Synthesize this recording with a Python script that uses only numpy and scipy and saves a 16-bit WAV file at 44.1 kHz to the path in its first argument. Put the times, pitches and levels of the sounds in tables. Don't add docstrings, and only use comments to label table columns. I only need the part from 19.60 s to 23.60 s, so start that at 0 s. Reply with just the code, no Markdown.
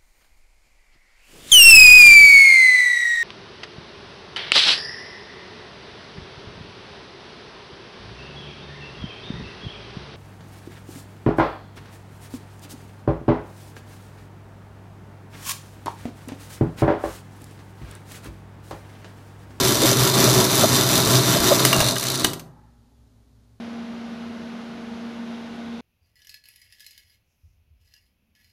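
import sys
import numpy as np
from scipy import signal
from scipy.fft import rfft, irfft
from scipy.io import wavfile
from scipy.ndimage import uniform_filter1d

SR = 44100
rng = np.random.default_rng(int(sys.argv[2]) if len(sys.argv) > 2 else 0)


def inscribe(sig):
    pcm = np.round(np.clip(np.atleast_2d(sig).T, -1, 1) * 32767)
    wavfile.write(sys.argv[1], SR, pcm.astype(np.int16))


N = 176400
T = np.arange(N) / SR
THROUGH_S, STOP_S = 2, 2.644

# (frequency [Hz], level [dB])
RASP_EQ = [(200, -5), (800, 3), (1300, 1.5), (1850, 3.5), (2400, 0), (3200, -2.5), (4200, -2.5), (6500, -1),
           (7500, -1), (9200, -8), (10800, -3.5), (13500, -2), (15500, -10.5)]


def blade(level_db=-24, swing_db=1, release_s=0.14):
    contact = np.exp(-np.maximum(T - THROUGH_S, 0) / release_s) * run_down()
    rasp = colour(chips(), RASP_EQ) * stroke(swing_db)
    flicker = from_db(0.91 * drift(37))
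    return from_db(level_db) * steel(rasp * flicker * contact)


# (turn time [s], bite [dB], level change at the turn [dB])
BLADE_PASSES = [(0, -.5, 0.5), (0.181, 1.5, -3), (.368, 1.14, -3), (0.533, 3, -7), (0.709, 1.3, -3),
                (0.887, 1, -4), (1.085, 1, -2.5), (1.258, 2.1, -5.5), (1.435, 2, -7), (1.619, 1.5, -6),
                (1.797, 2, -3.5), (1.975, -.5, -1)]


def stroke(swing_db=0, turn_s=0.03):
    starts, bite_db, dip_db = np.transpose(BLADE_PASSES)
    passes = np.interp(T, starts, np.arange(len(starts)))
    bite = uniform_filter1d(bite_db[passes.astype(int)], size=900)
    swell = -swing_db * np.cos(2 * np.pi * passes)
    dips = sum(db * np.exp(-np.minimum(((T - s) / turn_s) ** 2, 20)) for s, db in zip(starts, dip_db))
    return from_db((bite + swell) * (T < THROUGH_S) + dips)


# (frequency [Hz], bandwidth [Hz], level [dB])
STEEL_MODES = [(3080, 54, -1), (3593, 190, 1), (3650, 79, -2), (3850, 63, -8.5), (4290, 140, -4.5),
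               (4916, 80, 1.5), (5650, 28, -1), (5840, 130, -2.5), (6130, 130, -5.5), (7400, 110, -9),
               (9670, 140, -4.5)]


def steel(contact, ring_db=4):
    return unit(contact + from_db(ring_db) * sum(resonate(contact, [mode]) for mode in STEEL_MODES))


# (frequency [Hz], level [dB])
GEAR_EQ = [(200, -18), (900, 3), (1500, -4.5), (2500, -7.5), (3200, -4.5), (4000, 1.5), (6300, 2.5),
           (9200, -2.5), (11000, 0.5), (15500, -7)]


def gear(level_db=-23.5, spread_db=6, rise_s=0.00089, decay_s=0.0023, jitter_s=0.00021):
    meshes = np.flatnonzero(np.diff(np.floor(gear_phase())))
    timing, force = rng.standard_normal((len(meshes), 2)).T
    offsets = ((timing * jitter_s - 2 * rise_s) * SR).astype(int)
    hits = np.zeros(N)
    hits[np.clip(meshes + offsets, 0, N - 1)] = from_db(spread_db * np.tanh(force))
    poles = np.exp(-1 / (SR * np.array([rise_s, decay_s])))
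    clacks = signal.lfilter([1], np.poly(poles), hits + 1e-18) * noise(GEAR_EQ)
    return from_db(level_db) * steel(clacks * stroke(swing_db=0.6) * run_down(coast_db=-2.5))


def gear_phase(mesh_hz=125, last_mesh_hz=39.5, slowing_hz_per_s=140):
    rate_hz = np.clip(last_mesh_hz + slowing_hz_per_s * (STOP_S - T), 0, mesh_hz)
    teeth = np.cumsum(rate_hz) / SR
    return teeth - teeth[int(STOP_S * SR)]


def run_down(coast_db=0, unload_s=0.87, unloaded_s=2.2):
    eased = np.clip((T - unload_s) / (unloaded_s - unload_s), 0, 1)
    return from_db(coast_db * eased) * np.exp(-np.clip((T - STOP_S) / 0.038, 0, 20))


# (frequency [Hz], level [dB])
SCRAPE_EQ = [(200, -15.5), (1200, -2.5), (2500, -5), (3200, -5.5), (3600, 3.5), (4250, 7), (4700, -3),
             (5500, -3.5), (5900, 1), (6400, -5), (9000, -5), (15500, -18.5)]
# (time [s], level [dB])
SCRAPE_RIDE = [(2.05, 0), (2.29, 2.5), (2.36, -3), (2.415, -4), (2.48, 0), (2.56, 0), (2.64, -2)]


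def bow_scrape(level_db=-28.5):
    level = from_db(level_db + np.interp(T, *np.transpose(SCRAPE_RIDE)) + 2.5 * drift(70))
    return level * colour(chips(), SCRAPE_EQ) * run_down()


# (frequency [Hz], bandwidth [Hz], level [dB])
FRAME_MODES = [(98.4, 62, -6.5), (129.6, 11, 7), (172, 10, 0), (237.7, 24, -0.5), (305, 25, -1),
               (354, 14, 2), (380, 26, 0), (574, 110, -10), (660, 44, -6), (1010, 160, -12),
               (1360, 220, -14.5)]
# (time [s], level [dB])
RUMBLE_RIDE = [(0, 0), (.17, -2), (.25, -0.5), (2.03, -1), (2.08, -8.5), (2.16, -1.5), (2.22, -7),
               (2.31, -1.5), (2.38, -18.5), (2.53, -9), (2.66, -11), (2.8, -25.5), (2.95, -64)]


def frame_rumble(level_db=-20.5, lumps_db=2.5):
    ride = from_db(np.interp(T, *np.transpose(RUMBLE_RIDE))) * (T < RUMBLE_RIDE[-1][0])
    lumps = from_db(lumps_db * np.tanh(drift(12)))
    shake = resonate(chips() * stroke() * ride * lumps, FRAME_MODES)
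    radiated = pass_band(shake, "high", hz=55, order=1)
    return from_db(level_db) * unit(radiated)


# (time [s], crack [dB], clang [dB], thud [dB], noise decay [s], clang focus [Hz])
MACHINE_HITS = [(2.0505, -2.5, -15.5, -21.5, 0.0032, 1950), (2.067, -20.5, -36.5, -41, 0.037, 1200),
                (2.1744, -24, -30.5, -27, .008, 2200), (2.3637, -32, -20.5, -36, .005, 1890),
                (2.41, -24, -41.5, -36.5, .004, 4000), (2.4287, -20.5, -41, -39, .004, 4006),
                (2.4385, -22, -40, -36, .004, 4000), (2.451, -31.5, -27, -37, 0.00494, 2000),
                (2.6453, -9.5, -11.5, -21.5, .0051, 3200), (2.7333, -24, -54, -30, 0.0055, 4000),
                (2.795, -33.5, -54, -46, 0.0071, 4010)]
OFFCUT_HITS = [(2.129, -10.5, -10, -14, .004, 1283), (2.2035, -12.5, -19.5, -29, .006, 698)]
# (frequency [Hz], level [dB], t60 [s])
BOW_MODES = [(400, 1, 0.049), (680, -6, .05), (1230, -0.5, 0.055), (1600, 0.5, 0.025), (1914, -4, 0.0296),
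             (2130, -7.5, 0.028), (2940, 1, 0.041), (3270, 0, 0.018), (3720, 1.5, .012), (4100, -5.5, .02),
             (4700, -7.5, .025), (5750, -8.5, .025)]
# (frequency [Hz], level [dB], t60 [s])
OFFCUT_MODES = [(626, -0.5, 0.046), (1074, -2, 0.05), (1168, -6.5, 0.086), (1437, -8, 0.044),
                (1700, -8, 0.043), (1940, -10.5, 0.043), (2360, -4.5, 0.033), (2804, 6, .04),
                (3677, 0.5, 0.035), (5310, -8.5, .04), (5650, -8.5, .04)]
# (frequency [Hz], level [dB])
CRACK_EQ = [(300, -9), (1500, -1.5), (3000, -1), (5000, 0.5), (8000, -3), (12000, -3.5), (15500, -8.5)]


def knocks():
    crack_env = thud_env = 0
    for s, crack_db, _, thud_db, decay_s, _ in MACHINE_HITS + OFFCUT_HITS:
        blow = burst(s, decay_s)
        crack_env += from_db(crack_db) * blow
        thud_env += from_db(thud_db) * blow
    dull = pass_band(rng.standard_normal(N), "low", hz=316, order=2)
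    thud = resonate(thud_env * dull, FRAME_MODES) / np.std(resonate(dull, FRAME_MODES))
    crack = crack_env * noise(CRACK_EQ)
    return crack + thud + clang(MACHINE_HITS, BOW_MODES) + clang(OFFCUT_HITS, OFFCUT_MODES)


def clang(hits, modes, focus_octaves=0.45, off_focus_db=-6):
    starts, _, hit_db, _, _, focus_hz = np.transpose(hits)
    out = np.zeros(N)
    for k, (hz, mode_db, t60) in enumerate(modes):
        off_focus = 1 - np.exp(-.5 * (np.log2(hz / focus_hz) / focus_octaves) ** 2)
        onsets = ((starts + rng.uniform(0, .002, len(starts))) * SR).astype(int)
        clicks = np.zeros(N)
        clicks[onsets] = from_db(hit_db + mode_db + off_focus_db * off_focus)
        r, w = np.exp(-np.log(1000) / (t60 * SR)), 2 * np.pi * hz / SR
        out += (-1) ** k * signal.lfilter([0, np.sin(w)], [1, -2 * r * np.cos(w), r * r], clicks + 1e-18)
    return out


# (frequency [Hz], level [dB], t60 [s])
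TAIL_MODES = [(129.5, -28.5, 0.54), (160.6, -38, 1), (289, -39.5, 0.5), (390.7, -29.5, 0.31)]


def machine_ring():
    return sum(from_db(db + 4.1 * drift(25.04)) * ring(STOP_S, hz, t60) for hz, db, t60 in TAIL_MODES)


# (frequency [Hz], bandwidth [Hz], level [dB])
RATTLE_MODES = [(620, 110, 1.5), (1150, 170, -4), (1600, 400, -10.5)]


def offcut_rattle(level_db=-28.5, peak_s=2.2, width_s=0.09):
    swell = np.exp(-.5 * np.minimum(((T - peak_s) / width_s) ** 2, 40))
    return from_db(level_db + 3 * drift(50)) * unit(resonate(chips(), RATTLE_MODES)) * swell


# (peak time [s], level [dB], width
# [s], pitch [Hz])
SQUAWKS = [(0.241, -11.5, 0.01, 377.7), (0.253, -21.5, 0.013, 571), (0.321, -21.5, 0.0041, 592),
           (0.681, -14.5, 0.0049, 620), (1.043, -10.5, 0.0074, 630), (1.765, -20.5, 0.0079, 588),
           (1.921, -7.5, 0.0083, 630), (2.203, -23.5, 0.049, 174.6)]


def judders(wander_hz=58.57, sag_per_s=5.8, octave_db=-12.5):
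    out, wander = 0, wander_hz * drift(110)
    for s, db, width_s, hz in SQUAWKS:
        phase = 2 * np.pi * np.cumsum(hz * (1 - sag_per_s * (T - s)) + wander) / SR
        tone = np.sin(phase) + from_db(octave_db) * np.sin(2 * phase)
        out += from_db(db) * np.exp(-.5 * ((T - s) / width_s) ** 2) * tone
    roughness = from_db(2.6 * np.tanh(drift(190)))
    return out * roughness


def stand_drone(drone_db=-28, whine_db=-29.5):
    phase = 2 * np.pi * gear_phase()
    drone = from_db(drone_db + 2.2 * drift(9.7)) * np.sin(phase + 0.27 * drift(22))
    whine = from_db(whine_db + 2 * drift(14)) * np.sin(3 * phase + 0.76 * drift(7.2))
    load = np.exp(-np.maximum(T - THROUGH_S, 0) / 0.15) * stroke()
    return drone * run_down(coast_db=-34) + whine * load


def stand_thumps(hz=65.5, turn_db=-30.5, return_db=-7, heavy_db=-20.5):
    turns = sum(from_db(turn_db + return_db * (k % 2)) * ring(s + 0.03, hz, t60=0.28)
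                for k, (s, _, _) in enumerate(BLADE_PASSES[:-1]))
    return turns + from_db(heavy_db) * ring(start_s=1.8, hz=hz, t60=0.075)


# (time [s], level [dB], decay [s])
BUZZ_CUES = [(2.868, -55, 0.075), (2.962, -62, 0.21)]
# (frequency [Hz], bandwidth [Hz], level [dB])
LOOSE_MODES = [(833, 33, 7), (1080, 290, -11), (1320, 31, -1), (1800, 260, -15)]


def loose_parts():
    level = sum(from_db(db) * burst(s, decay_s) for s, db, decay_s in BUZZ_CUES)
    return level * unit(resonate(chips(), LOOSE_MODES))


def workshop_reverb(x, wet_db=-9, split_hz=1100, low_t60_s=0.57, high_t60_s=0.27):
    white = rng.standard_normal(N)
    low = pass_band(white, "low", split_hz, order=3) * from_db(-60 * T / low_t60_s)
    high = pass_band(white, "high", split_hz, order=3) * from_db(-60 * T / high_t60_s)
    tail = (low + high) * (T > .004)
    return from_db(wet_db) * signal.fftconvolve(x, tail / np.linalg.norm(tail))[:N]


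# (frequency [Hz], level [dB])
HUM_TONES = [(59.2, -58), (107.7, -62.5), (113, -67), (236.9, -65.5), (263.8, -73), (409.1, -76.5),
             (586.8, -87)]
# (frequency [Hz], level [dB])
ROOM_EQ = [(25, -14.5), (40, -17), (60, -11.5), (85, -17.5), (115, -9.5), (160, -22), (250, -16.5),
           (340, -29), (600, -29.5), (1000, -35), (2500, -43.5), (4200, -40), (5500, -43.5), (6700, -43.5),
           (8000, -48), (9600, -46), (15000, -52.5)]


def room_tone(noise_db=-61):
    hum = sum(from_db(db + 1.5 * drift(4)) * np.sqrt(2) * np.sin(2 * np.pi * hz * T + .7 * drift(3.7))
              for hz, db in HUM_TONES)
    return hum + from_db(noise_db) * noise(ROOM_EQ)


def chips(per_s=5000, spread_db=3):
    size = from_db(spread_db * np.minimum(rng.exponential(1, N), 5)) * rng.choice([-1, 1], N)
    return size * (rng.random(N) < per_s / SR)


def from_db(db):
    return 10 ** (np.asarray(db) / 20)


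def unit(x):
    return x / np.sqrt(np.mean(x[:N // 2] ** 2) + 1e-20)


def drift(rate_hz):
    f = np.arange(N // 2 + 1) * SR / N
    return unit(irfft(rfft(rng.standard_normal(N)) / (1 + (f / rate_hz) ** 2), N))


def colour(x, eq):
    hz, db = np.transpose(eq)
    f = np.maximum(np.arange(N // 2 + 1) * SR / N, 1)
    gain = from_db(np.interp(np.log(f), np.log(hz), db)) / np.hypot(1, (hz[0] / f) ** 2)
    return unit(irfft(rfft(x) * gain, N))


def noise(eq):
    return colour(rng.standard_normal(N), eq)


def pass_band(x, kind, hz, order):
    return signal.sosfilt(signal.butter(order, hz, kind, fs=SR, output="sos"), x)


def resonate(x, modes):
    out = np.zeros(N)
    for k, (hz, width, db) in enumerate(modes):
        r = np.exp(-np.pi * width / SR)
        band = signal.lfilter([1, 0, -1], [1, -2 * r * np.cos(2 * np.pi * hz / SR), r * r], x + 1e-18)
        out += (-1) ** k * from_db(db) * (1 - r * r) / 2 * band
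    return out


def ring(start_s, hz, t60):
    age = np.maximum(T - start_s, 0)
    return np.sin(2 * np.pi * hz * age) * from_db(-60 * np.minimum(age / t60, 2))


def burst(start_s, decay_s):
    return (T >= start_s) * np.exp(-np.minimum(np.abs(T - start_s) / decay_s, 20))


def scene():
    saw = blade() + gear() + bow_scrape() + frame_rumble() + knocks() + machine_ring() + offcut_rattle()
    reverb = workshop_reverb(saw)
    dry_layers = judders() + stand_drone() + stand_thumps() + loose_parts()
    return (saw + reverb + dry_layers + room_tone())[None]


def record(dry, ceiling=1.2, cutoff_hz=15400):
    rounded = ceiling * np.tanh(dry / ceiling)
    return signal.sosfilt(signal.ellip(12, .1, 80, cutoff_hz, fs=SR, output="sos"), rounded)


dry = scene()
out = record(dry)
inscribe(out)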